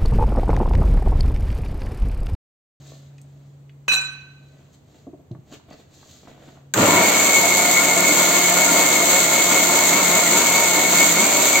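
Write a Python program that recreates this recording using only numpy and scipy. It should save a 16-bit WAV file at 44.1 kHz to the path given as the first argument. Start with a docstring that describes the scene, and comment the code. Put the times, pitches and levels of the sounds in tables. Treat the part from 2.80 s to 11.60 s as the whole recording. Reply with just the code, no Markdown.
"""A kitchen mixer grinder churns batter in a corner, over a low room hum. First water is poured into its
steel jar, a steel bowl rings as it is set down on the stone counter, and the lid is knocked and rubbed
into place. Then the motor is switched on. The batter slumps onto the blades and is flung off about five
times a second, so the shaft speed surges. The fan's whine swells whenever its pitch nears a note at
which the housing likes to ring."""
import sys
import numpy as np
from scipy import signal
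from scipy.fft import rfft, irfft
from scipy.io import wavfile
from scipy.ndimage import uniform_filter1d

SR = 44100
rng = np.random.default_rng(int(sys.argv[2]) if len(sys.argv) > 2 else 0)


def generate_wav(sig):
    """Save sig (samples, or channels by samples) to the path in sys.argv[1] as 16-bit PCM at SR."""
    pcm = np.round(np.clip(np.atleast_2d(sig).T, -1, 1) * 32767).astype(np.int16)
    wavfile.write(sys.argv[1], SR, pcm)


N = 388080
T = np.arange(N) / SR
ON_S, MAINS_HZ = 3.938, 100  # when the motor starts; pitch of the electric hum


def undb(db):
    """Turn decibels into a number to multiply by."""
    return 10 ** (np.asarray(db) / 20)


def curve(rows, column=1):
    """Join one column of a table with straight lines over time."""
    rows = np.array(rows)
    return np.interp(T, rows[:, 0], rows[:, column])


def unit(x):
    """Scale a signal to an average strength (rms) of 1."""
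    return x / np.sqrt(np.mean(x ** 2))


def noise():
    """White noise of strength 1."""
    return rng.standard_normal(N)


def drift(rate):
    """A random wander of strength 1 that picks a new goal `rate` times a second."""
    return unit(np.interp(T * rate, np.arange(N), noise()))


def since(start):
    """Seconds gone by since a moment, zero before it."""
    return np.maximum(T - start, 0)


def swell(mid, half):
    """A bell-shaped rise and fall."""
    return np.exp(-((T - mid) / half) ** 2 / 2)


def fade(start, t60):
    """A sudden start that dies away by 60 dB in t60 seconds."""
    return (T >= start) * np.exp(-np.log(1000) * np.clip((T - start) / t60, 0, 10))


def cut(x, hz, keep, order=1):
    """Keep the "low" or the "high" side of a pitch."""
    return signal.sosfilt(signal.butter(order, hz, keep, fs=SR, output="sos"), x)


def colour(x, points, size=4096):
    """Shape the tone along (pitch [Hz], level [dB]) points."""
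    hz, db = np.transpose(points)
    gain = undb(np.interp(np.log1p(np.linspace(0, SR / 2, size // 2 + 1)), np.log1p(hz), db))
    cepstrum = irfft(np.log(gain))[:size // 2]
    cepstrum[1:] *= 2  # so the filter never rings before the sound arrives
    return signal.oaconvolve(x, irfft(np.exp(rfft(cepstrum, size))))[:len(x)]


def colour_noise(sides, points):
    """Shape left and right noise along (pitch [Hz], level [dB per Hz]) points."""
    return np.array([colour(side * np.sqrt(SR / 2), points) for side in sides])


def band(x, hz, width):
    """A resonance: it lets through the pitches near hz."""
    return signal.lfilter(*signal.iirpeak(min(hz, SR * .45), hz / min(width, SR / 4), fs=SR), x)


def pitched_noise(hz, width):
    """Noise of strength 1, narrowed until it has a pitch."""
    return unit(band(band(noise(), hz, width), hz, width))


def thud(start, hz, width, t60):
    """A dying burst, dulled by the soft contact, rings a resonance; its loudest 10 ms have strength 1."""
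    burst = rng.standard_normal(SR) * np.exp(-np.log(1000) * np.minimum(T[:SR] / t60, 10))
    soft = cut(burst, min(hz + 2 * width, SR * .45), "low", order=2)
    ring = band(band(soft, hz, width), hz, width)
    loudest = np.sqrt(uniform_filter1d(ring ** 2, SR // 100, mode="constant").max())
    return np.pad(ring / loudest, (int(start * SR), N))[:N]


def room(x, echo_db, t60=0.91, bass_hz=600, treble_loss_db_per_s=60):
    """Add an echo on each side at the same overall power; the walls soak up treble, bass stays direct."""
    t = T[:SR]
    tails = rng.standard_normal((2, SR)) * np.exp(-np.log(1000) * t / t60) * (t > .002)
    dull = cut(tails, 5000, "low", order=2)
    tails = dull + (tails - dull) * undb(-treble_loss_db_per_s * t)
    tails *= 1 + 2.3 * np.exp(-t / 0.026)  # the corner walls answer first
    tails /= np.sqrt(np.sum(tails ** 2, axis=1, keepdims=True))
    high = cut(x, bass_hz, "high")
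    echo = undb(echo_db) * signal.fftconvolve(high[None], tails, axes=1)[:, :N]
    return x - high + (high + echo) / np.hypot(1, undb(echo_db))


def diffuse(source, bass_hz):
    """A lasting noise fills the room: left and right share the bass, but each has its own treble."""
    return cut(source(), bass_hz, "low") + cut([source(), source()], bass_hz, "high")


# how loud the room hums (time [s], level [dB])
HUM_LEVELS = [(.5, -44), (1.55, -46.5), (2.1, -56), (3.4, -59.5), (3.9, -46.5)]
# tone of the room's rumble (pitch [Hz], level [dB per Hz])
RUMBLE_TONE = [(25, -101), (48, -99), (72, -73.5), (130, -77), (260, -83), (500, -88), (1500, -102),
               (15000, -116)]
def room_hum(hz=139.7):
    """A distant appliance hums, with faint octaves above and below, over a low rumble."""
    phase = 2 * np.pi * np.cumsum(hz + 0.62 * drift(3)) / SR
    hum = (np.sin(phase) + undb(-21.5) * np.sin(2 * phase)) * undb(curve(HUM_LEVELS))
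    hum += undb(-78.5) * np.sin(phase / 2)
    return np.sqrt(2) * hum + colour_noise(diffuse(noise, 420), RUMBLE_TONE)


# tones of a low scrape and a high swish (pitch [Hz], level [dB])
SCRAPE_TONE = [(100, -7.5), (280, 4), (450, -4), (630, 2.5), (900, -13.5), (1300, -12), (2200, -16),
               (3050, -17.5), (3600, -16.5), (6000, -38)]
SWISH_TONE = [(1000, -8), (2500, -3.5), (4000, 5.5), (5500, 1.5), (7000, 1), (8500, -7.5), (15000, -14)]
def rustle(low_gain, high_gain):
    """A grainy low noise and a finer high one: the sound of both pouring and rubbing."""
    scrape = unit(colour(noise() * undb(3.9 * drift(190)), SCRAPE_TONE))
    swish = unit(colour(noise() * undb(2 * drift(300)), SWISH_TONE))
    return room(scrape * low_gain + swish * high_gain, echo_db=0.61)


def pour(gush_s=0.092):
    """Water gushes into the jar with a low splash and a shorter, high fizz."""
    splash = undb(-51) * np.exp(-np.abs(T - gush_s) / 0.16)
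    fizz = undb(-50.5) * np.exp(-np.abs(T - gush_s) / 0.1)
    return rustle(splash, fizz)


# drips and small ticks of handling (time [s], level [dB], pitch [Hz])
TICKS = [(0.119, -44, 517), (.381, -58, 5800), (.383, -56, 2300), (.415, -54, 8100), (.895, -54, 2490),
         (2.514, -58, 3800), (2.549, -52, 1090), (2.711, -51, 560), (2.797, -55, 850), (2.903, -58, 5200),
         (2.93, -56, 5000), (2.94, -59, 5000), (3.229, -50, 1000), (3.431, -51, 550), (3.473, -46, 900),
         (3.577, -55, 800), (3.69, -56, 800), (3.772, -50, 750)]
def ticks():
    """Drips and light touches each make a tiny blow that dies at once."""
    taps = sum(undb(db) * thud(start, hz, width=0.66 * hz, t60=0.026) for start, db, hz in TICKS)
    return room(taps, echo_db=-5)


# rubbing strokes (time [s], half length [s], scrape level [dB], swish level [dB])
STROKES = [(0.58, 0.17, -64, -70), (1.78, 0.15, -58, -66), (1.942, 0.011, -68, -59),
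           (2.16, 0.064, -58, -61.5), (2.7, 0.025, -55, -61), (2.74, 0.017, -40, -49),
           (2.919, 0.027, -44, -63), (2.995, 0.033, -53.5, -57.5), (3.156, 0.039, -58, -56.5),
           (3.322, 0.074, -54.5, -51), (3.49, 0.028, -47, -61), (3.668, 0.087, -46, -59)]
def rubbing():
    """The lid, a sleeve and the hands slide along; each stroke scrapes and swishes."""
    scrape = sum(undb(db) * swell(mid, half) for mid, half, db, _ in STROKES)
    swish = sum(undb(db) * swell(mid, half) for mid, half, _, db in STROKES)
    return rustle(scrape, swish)


# the notes of the steel bowl (pitch [Hz], level [dB], time to fade by 60 dB [s])
BOWL_NOTES = [(1520, -2, 0.82), (1631, -18, .5), (2420, 0, 0.45), (2536, 10, 0.43), (2600, -2, .36),
              (2907, -8.5, 0.3), (3970, 5.5, 0.46), (4200, -12, .45), (4540, -18, .35), (5100, -9.5, .28),
              (5935, -1.5, 0.4), (7030, -12, .32), (7310, -10, 0.37), (8370, -5.5, 0.36),
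              (12270, -19.5, 0.16), (13010, -14.5, .18), (14050, -20, .15), (14280, -21, .17)]
# the bowl lands and rocks (time [s], ring level [dB], crack level [dB], brightness [dB per octave])
LANDINGS = [(1.0807, -30, 0.5, -1), (1.0822, -27, 0.5, -1), (1.119, -30, -3, 5), (1.135, -28.5, -3.5, -0.5)]
# tone of steel hitting stone (pitch [Hz], level [dB])
CRACK_TONE = [(100, -32.5), (240, -9), (400, -9), (900, -5), (1500, 0), (2150, -9), (2800, -1), (3500, -12),
              (4400, -6), (5500, -18), (6600, -11), (7700, -23), (8500, -31), (12500, -28), (15000, -33)]
def bowl(split_hz=18, build_s=0.0018, lag_s=0.00016):
    """Each landing cracks and feeds the bowl's notes, which flutter as the rim rocks."""
    t = T[:2 * SR]
    arrival = t - np.array([[lag_s], [0]])  # the bowl is on the right, so the left hears it later
    ring = np.zeros((2, N))
    for hz, db, t60 in BOWL_NOTES:
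        energy = 0
        for start, ring_db, _, bright_db in LANDINGS:
            age = np.maximum(t - start, 0)
            decay = np.exp(-np.log(1000) * age / t60) * (1 - np.exp(-age / build_s))
            energy += (undb(ring_db + db + bright_db * np.log2(hz / 3000)) * decay) ** 2
        phase, twin_phase, spread = rng.uniform(0, 2 * np.pi, 3)
        twin_hz = hz + split_hz * (1 + 0.5 * np.sin(spread))  # a close twin makes the note waver
        note = np.sin(2 * np.pi * hz * arrival + phase)
        twin = 0.45 * np.sin(2 * np.pi * twin_hz * t + twin_phase)
        depth = 0.45 * min(np.sqrt(hz / 4000), 1.2)
        flutter = 1 + depth * unit(drift(110) + drift(27.9))[:len(t)]
        ring[:, :len(t)] += np.sqrt(energy) * (note + twin) * flutter
    ring *= undb([[-1], [1]])  # louder on the right
    ring = np.array([room(side, echo_db=-9)[i] for i, side in enumerate(ring)])
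    hits = sum(undb(db) * (fade(start, 0.01) + 0.08 * fade(start, 0.44)) for start, _, db, _ in LANDINGS)
    crack = undb(-3.5) * colour(hits * noise(), CRACK_TONE)
    return ring + room(crack, echo_db=0.1)


# the notes of the skidding rim (pitch [Hz], level [dB])
SQUEAL_NOTES = [(3987, -13), (7025, -31), (8350, -29.5), (12270, -47), (14270, -45.5)]
def bowl_skid(at_s=1.144, swell_s=0.016):
    """The rim skids on the stone, and friction makes a few of the bowl's notes squeal."""
    tones = sum(undb(db) * np.sin(2 * np.pi * hz * T + .5 * drift(150)) for hz, db in SQUEAL_NOTES)
    return room(tones * np.exp(-((T - at_s) / swell_s) ** 2), echo_db=-7)


# knocks on the lid (time [s], lid level [dB], thump level [dB])
KNOCKS = [(2.267, -35, -48), (2.331, -37, -59), (2.392, -48, -51), (2.509, -39.5, -28.5), (2.547, -46, -37),
          (2.585, -56, -39)]
# the notes of the lid on the jar (pitch [Hz], width [Hz], level [dB], time to fade by 60 dB [s])
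LID_NOTES = [(300, 190, 0, 0.12), (634, 145, -8, 0.078), (1000, 300, -25, 0.05)]
def lid_knocks():
    """The lid knocks on the jar as it is pressed home, and the grinder thumps on its feet."""
    lid = sum(undb(lid_db + db) * thud(start, hz, width, t60)
              for start, lid_db, _ in KNOCKS for hz, width, db, t60 in LID_NOTES)
    thumps = sum(undb(db) * thud(start, hz=126, width=68, t60=0.065) for start, _, db in KNOCKS)
    return room(lid + thumps, echo_db=-5)


# squeaks of the lid (time [s], level [dB], pitch [Hz])
SQUEAKS = [(2.742, -48, 2950), (2.93, -54, 4520)]
def lid_squeaks():
    """The lid's rim squeaks on the steel as it turns."""
    squeaks = sum(undb(db) * swell(mid, half=0.01) * pitched_noise(hz, width=540)
                  for mid, db, hz in SQUEAKS)
    return room(squeaks, echo_db=-8)


def switch():
    """The switch snaps on with one short, bright blow."""
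    return room(undb(-21.5) * thud(ON_S, hz=1610, width=1400, t60=0.08), echo_db=-5)


# shaft speed before and after the surging (time [s], speed [turns per s])
SPEEDS = [(4.11, 182), (4.17, 174), (4.22, 193.6), (4.28, 198), (4.45, 191), (4.54, 184.5), (4.75, 179),
          (4.86, 179), (4.97, 174.5), (5.04, 179), (5.1, 179), (8.56, 191), (8.8, 186)]
# one surge a row (slowest at [s], speed [turns per s], fastest at [s], speed [turns per s])
SURGES = [(5.17, 174.8, 5.26, 182.3), (5.33, 175.3, 5.43, 181.2), (5.5, 172.7, 5.6, 180.4),
          (5.69, 171.7, 5.82, 183.9), (5.91, 172.9, 6.01, 184.5), (6.09, 177, 6.15, 182.9),
          (6.26, 173.2, 6.38, 183.9), (6.45, 168.9, 6.6, 185), (6.67, 172.5, 6.77, 184.2),
          (6.89, 173.3, 6.99, 183), (7.08, 169.3, 7.19, 190.5), (7.28, 172.3, 7.39, 185.7),
          (7.48, 166.7, 7.6, 193.4), (7.71, 180, 7.81, 188.6), (7.9, 172.9, 8.03, 184.9),
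          (8.13, 172.2, 8.23, 187.3), (8.32, 167.5, 8.47, 198.7)]
def shaft_speed():
    """The batter drags the shaft down, then is flung off and lets it speed up again."""
    points = np.vstack([SPEEDS, np.reshape(SURGES, (-1, 2))])
    in_order = points[np.argsort(points[:, 0])]
    return uniform_filter1d(curve(in_order), SR // 40)


def surge(lead_s=0.022, full_gain_hz=7.3):
    """How hard the blades fling the batter, from -1 to 1; it peaks just before the shaft is fastest."""
    speed = shaft_speed()
    extra_speed = speed - uniform_filter1d(speed, SR // 4)
    return np.tanh(np.interp(T + lead_s, T, extra_speed) / full_gain_hz)


# tone of the air and the motor's brushes (pitch [Hz], level [dB per Hz])
HISS_TONE = [(300, -104), (1500, -62.5), (2700, -61.5), (3400, -58), (4300, -56.5), (5200, -61.5),
             (6500, -55), (7400, -51), (7900, -57.5), (11500, -62.5), (13100, -62), (15600, -64)]
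def brush_hiss(angle, running, draught_share=0.18, draught_rise_s=0.81):
    """The brushes spark at switch-on; their hiss grows with the cooling air, pulsed by the shaft."""
    flicker = undb(0.72 * drift(25) + 1.42 * drift(400))
    hiss = diffuse(noise, 1180) * (1 + 0.027 * np.cos(angle)) * flicker
    draught = 1 - draught_share * np.exp(-since(ON_S) / draught_rise_s)
    flow = undb(-0.5 + 0.5 * surge()) * running * draught
    spark = undb(1.5) * fade(ON_S, t60=0.046)
    return colour_noise(hiss, HISS_TONE) * (flow + spark)


# the notes of the filled jar and its lid (pitch [Hz], width [Hz], level [dB])
JAR_NOTES = [(295, 16.5, 1.5), (637, 41, 2), (687, 17.6, 3.5), (944, 30, 2.5), (1046, 11, -2.5),
             (1410, 62, 6), (1790, 180, 2)]
# how the batter lies in the jar (time [s], jar ring [dB], shaft unbalance [dB])
BATTER_LIE = [(4.2, -2, 9), (4.55, -2.5, -2), (4.85, -3, 5), (5.9, 2.5, 5.5), (6.15, -2, 1),
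              (7.2, 0.5, 1.5), (8.8, -3, 3.5)]
def jar_ring(sound, drift_db=0):
    """A sound makes the jar ring at its own notes, more or less as the batter shifts."""
    ring = sum(undb(db + drift_db * drift(12)) * band(sound, hz, width) for hz, width, db in JAR_NOTES)
    return ring * undb(curve(BATTER_LIE))


# the shaft's tones (multiple of its speed [times], level [dB])
SHAFT_TONES = [(2, -37.5), (3, -37.5), (4, -36), (5, -35.5), (6, -39.5), (7, -41), (8, -42.5), (10, -45.5),
               (14, -41), (18, -54), (32, -54.5)]
# how loud the electric hum is (time [s], level [dB])
MAINS_LEVELS = [(5.22, -48.5), (5.35, -55), (6.0, -60), (6.1, -49.5)]
def motor(angle, running, flutter_db=2.5, jar_share=0.67, surge_db=3.5):
    """Shaft tones flutter with the load and ring the jar; unbalance shakes the base; the mains hums."""
    tones = sum(undb(db + flutter_db * drift(18)) * np.cos(multiple * angle + rng.uniform(0, 2 * np.pi))
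                for multiple, db in SHAFT_TONES)
    tones = (tones + jar_share * jar_ring(tones)) * undb(surge_db * surge())
    unbalance = undb(-37.5 + curve(BATTER_LIE, column=2) + 2 * drift(7))
    shake = unbalance * band(np.cos(angle), hz=174.6, width=16)  # the base bounces on its feet
    mains = undb(curve(MAINS_LEVELS) + drift(8.1)) * np.sin(2 * np.pi * MAINS_HZ * T)
    return np.sqrt(2) * (room(running ** 2 * tones, echo_db=-4) + running * (shake + mains))


def slaps(per_s=2500):
    """Many tiny slaps of uneven strength in a wash of swirling noise."""
    hits = noise() * (rng.random(N) < per_s / SR) * undb(2 * noise())
    return unit(unit(hits) + 0.73 * noise())


# tone of the churning batter (pitch [Hz], level [dB per Hz])
CHURN_TONE = [(40, -78.5), (80, -76.5), (155, -61), (210, -52), (380, -51.5), (500, -52), (600, -51.5),
              (780, -54.5), (1200, -53.5), (1600, -64), (2500, -59.5), (5000, -69.5), (12000, -99)]
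def churning(angle, attack_s=0.059, thick_s=0.21, thinning_s=0.15):
    """Slaps of batter bunch up once a turn and ring the jar, louder while the batter is still thick."""
    lumps = undb(.6 * drift(35))
    thickness = np.exp(-since(ON_S + thick_s) / thinning_s)
    effort = np.minimum(since(ON_S) / attack_s, 1) * undb(-2.5 + 6.5 * thickness + 1.27 * surge())
    slapping = diffuse(slaps, 850) * (1 + 0.16 * np.cos(angle)) * lumps * effort
    churn = colour_noise(slapping, CHURN_TONE)
    churn += 0.37 * np.array([[1], [-1]]) * band(churn, 1280, 480)  # the left wall throws back the mids
    return churn + jar_ring(churn, drift_db=2)


def first_bite(at_s=4.0):
    """The blades' first bite throws the whole mass about, with a low heave and a shudder."""
    burst = noise() * np.exp(-((T - at_s) / 0.044) ** 2) * (T > ON_S)
    heave = undb(6) * band(band(burst, 270, 190), 230, 165)
    shudder = undb(-24.5) * thud(3.955, hz=102.5, width=24, t60=0.72)
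    return heave + shudder


# short pitched swells in the churning (time [s], level [dB], pitch [Hz])
CHURN_SWELLS = [(4.02, -31, 893), (4.04, -23, 560), (4.12, -21, 1000), (4.19, -24.5, 218), (4.19, -25, 940),
                (4.66, -23.5, 683), (4.8, -23.5, 695), (4.89, -22.5, 691), (5.03, -24.5, 680),
                (5.17, -22, 690), (5.3, -27, 296), (5.92, -25, 292), (6.01, -23.5, 649.6),
                (6.12, -28.5, 295), (6.22, -22.5, 680.6), (7.54, -27.5, 339.4), (8.27, -29.5, 294.6),
                (8.43, -28, 225)]
def gulps_and_growl():
    """Short swells of pitched noise: low gulps, and a run near 690 Hz that makes the jar growl."""
    swells = sum(undb(db) * swell(mid, half=0.025) * pitched_noise(hz, width=0.12 * hz)
                 for mid, db, hz in CHURN_SWELLS)
    return room(swells * (T > ON_S), echo_db=-1)


# where the housing rings, near the fan's tone and near its octave (pitch [Hz], width [Hz], level [dB])
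HOUSING_NOTES = [(2201.5, 42, 6), (4340, 70, 4)]
# brief swells of the whine (time [s], boost [dB])
WHINE_SWELLS = [(4.163, 2.5), (4.55, 4), (4.97, 5.5), (5.08, 2), (5.27, 2.5), (8.2, 6), (8.78, 4.5)]
def fan_whine(angle, speed, running, blades=12, reach_hz=45):
    """The blade tone and its octave throb with the mains and sweep across the housing's notes."""
    torque = np.sin(2 * np.pi * MAINS_HZ * T)  # the motor's pull pulses with the mains
    phase = blades * angle + 1.1 * torque
    throb = (1 + 0.4 * torque) * undb(2.5 * drift(45))
    tones = np.cos(phase) * throb, np.cos(2 * phase) * throb
    tone, octave = (unit(x + undb(db) * band(x, hz, width))
                    for x, (hz, width, db) in zip(tones, HOUSING_NOTES))
    housing_hz, width_hz, _ = HOUSING_NOTES[0]
    singing = pitched_noise(housing_hz, 2 * width_hz)  # swirling air keeps the housing singing
    singing_db = -7.5 + 14 * np.exp(-since(ON_S) / 1.6)
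    whine = room(tone + undb(singing_db) * singing, echo_db=-4)
    whine /= np.sqrt(uniform_filter1d(np.mean(whine ** 2, axis=0), SR // 8))  # even out the level
    in_tune = 1 / (1 + ((blades * speed - housing_hz) / reach_hz) ** 2)
    start_db = 4.5 * np.exp(-since(ON_S) / 1.3)
    swells_db = sum(boost * swell(mid, half=0.023) for mid, boost in WHINE_SWELLS)
    whine_db = -24.5 + 3.5 * in_tune + start_db + swells_db + 0.7 * drift(14)
    return (undb(whine_db) * whine + undb(-38.5) * room(octave, echo_db=-1.8)) * running ** 7


def scene(spin_up_s=0.055):
    """Small kitchen sounds come first; then one turning shaft drives hiss, motor, churning and fan."""
    kitchen = room_hum() + pour() + ticks() + rubbing() + bowl() + bowl_skid()
    kitchen += lid_knocks() + lid_squeaks() + switch()
    running = 1 - np.exp(-since(ON_S) / spin_up_s)
    speed = running * shaft_speed() * (1 + 0.003 * drift(90) + 0.0018 * drift(18))  # a slight tremble
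    angle = 2 * np.pi * np.cumsum(speed) / SR
    grinder = brush_hiss(angle, running) + motor(angle, running) + churning(angle)
    grinder += first_bite() + gulps_and_growl() + fan_whine(angle, speed, running)
    return kitchen + grinder


# overall treble colour, with dips near 5 kHz and 9-11 kHz (pitch [Hz], level [dB])
TREBLE_TONE = [(4650, -1), (4850, -5), (6000, -3), (6250, 4), (8450, 1.5), (8750, -14), (9400, -24),
               (9900, -10.5), (11400, -17.5), (11650, 0)]
def record(dry, top_hz=15800):
    """Colour the treble, round off the tallest peaks and cut the very top."""
    coloured = np.array([colour(side, TREBLE_TONE) for side in dry])
    rounded = coloured / (1 + np.abs(coloured / .85) ** 6) ** (1 / 6)
    return signal.sosfilt(signal.ellip(10, .2, 70, top_hz, fs=SR, output="sos"), rounded)


dry = scene()
out = record(dry)
generate_wav(out)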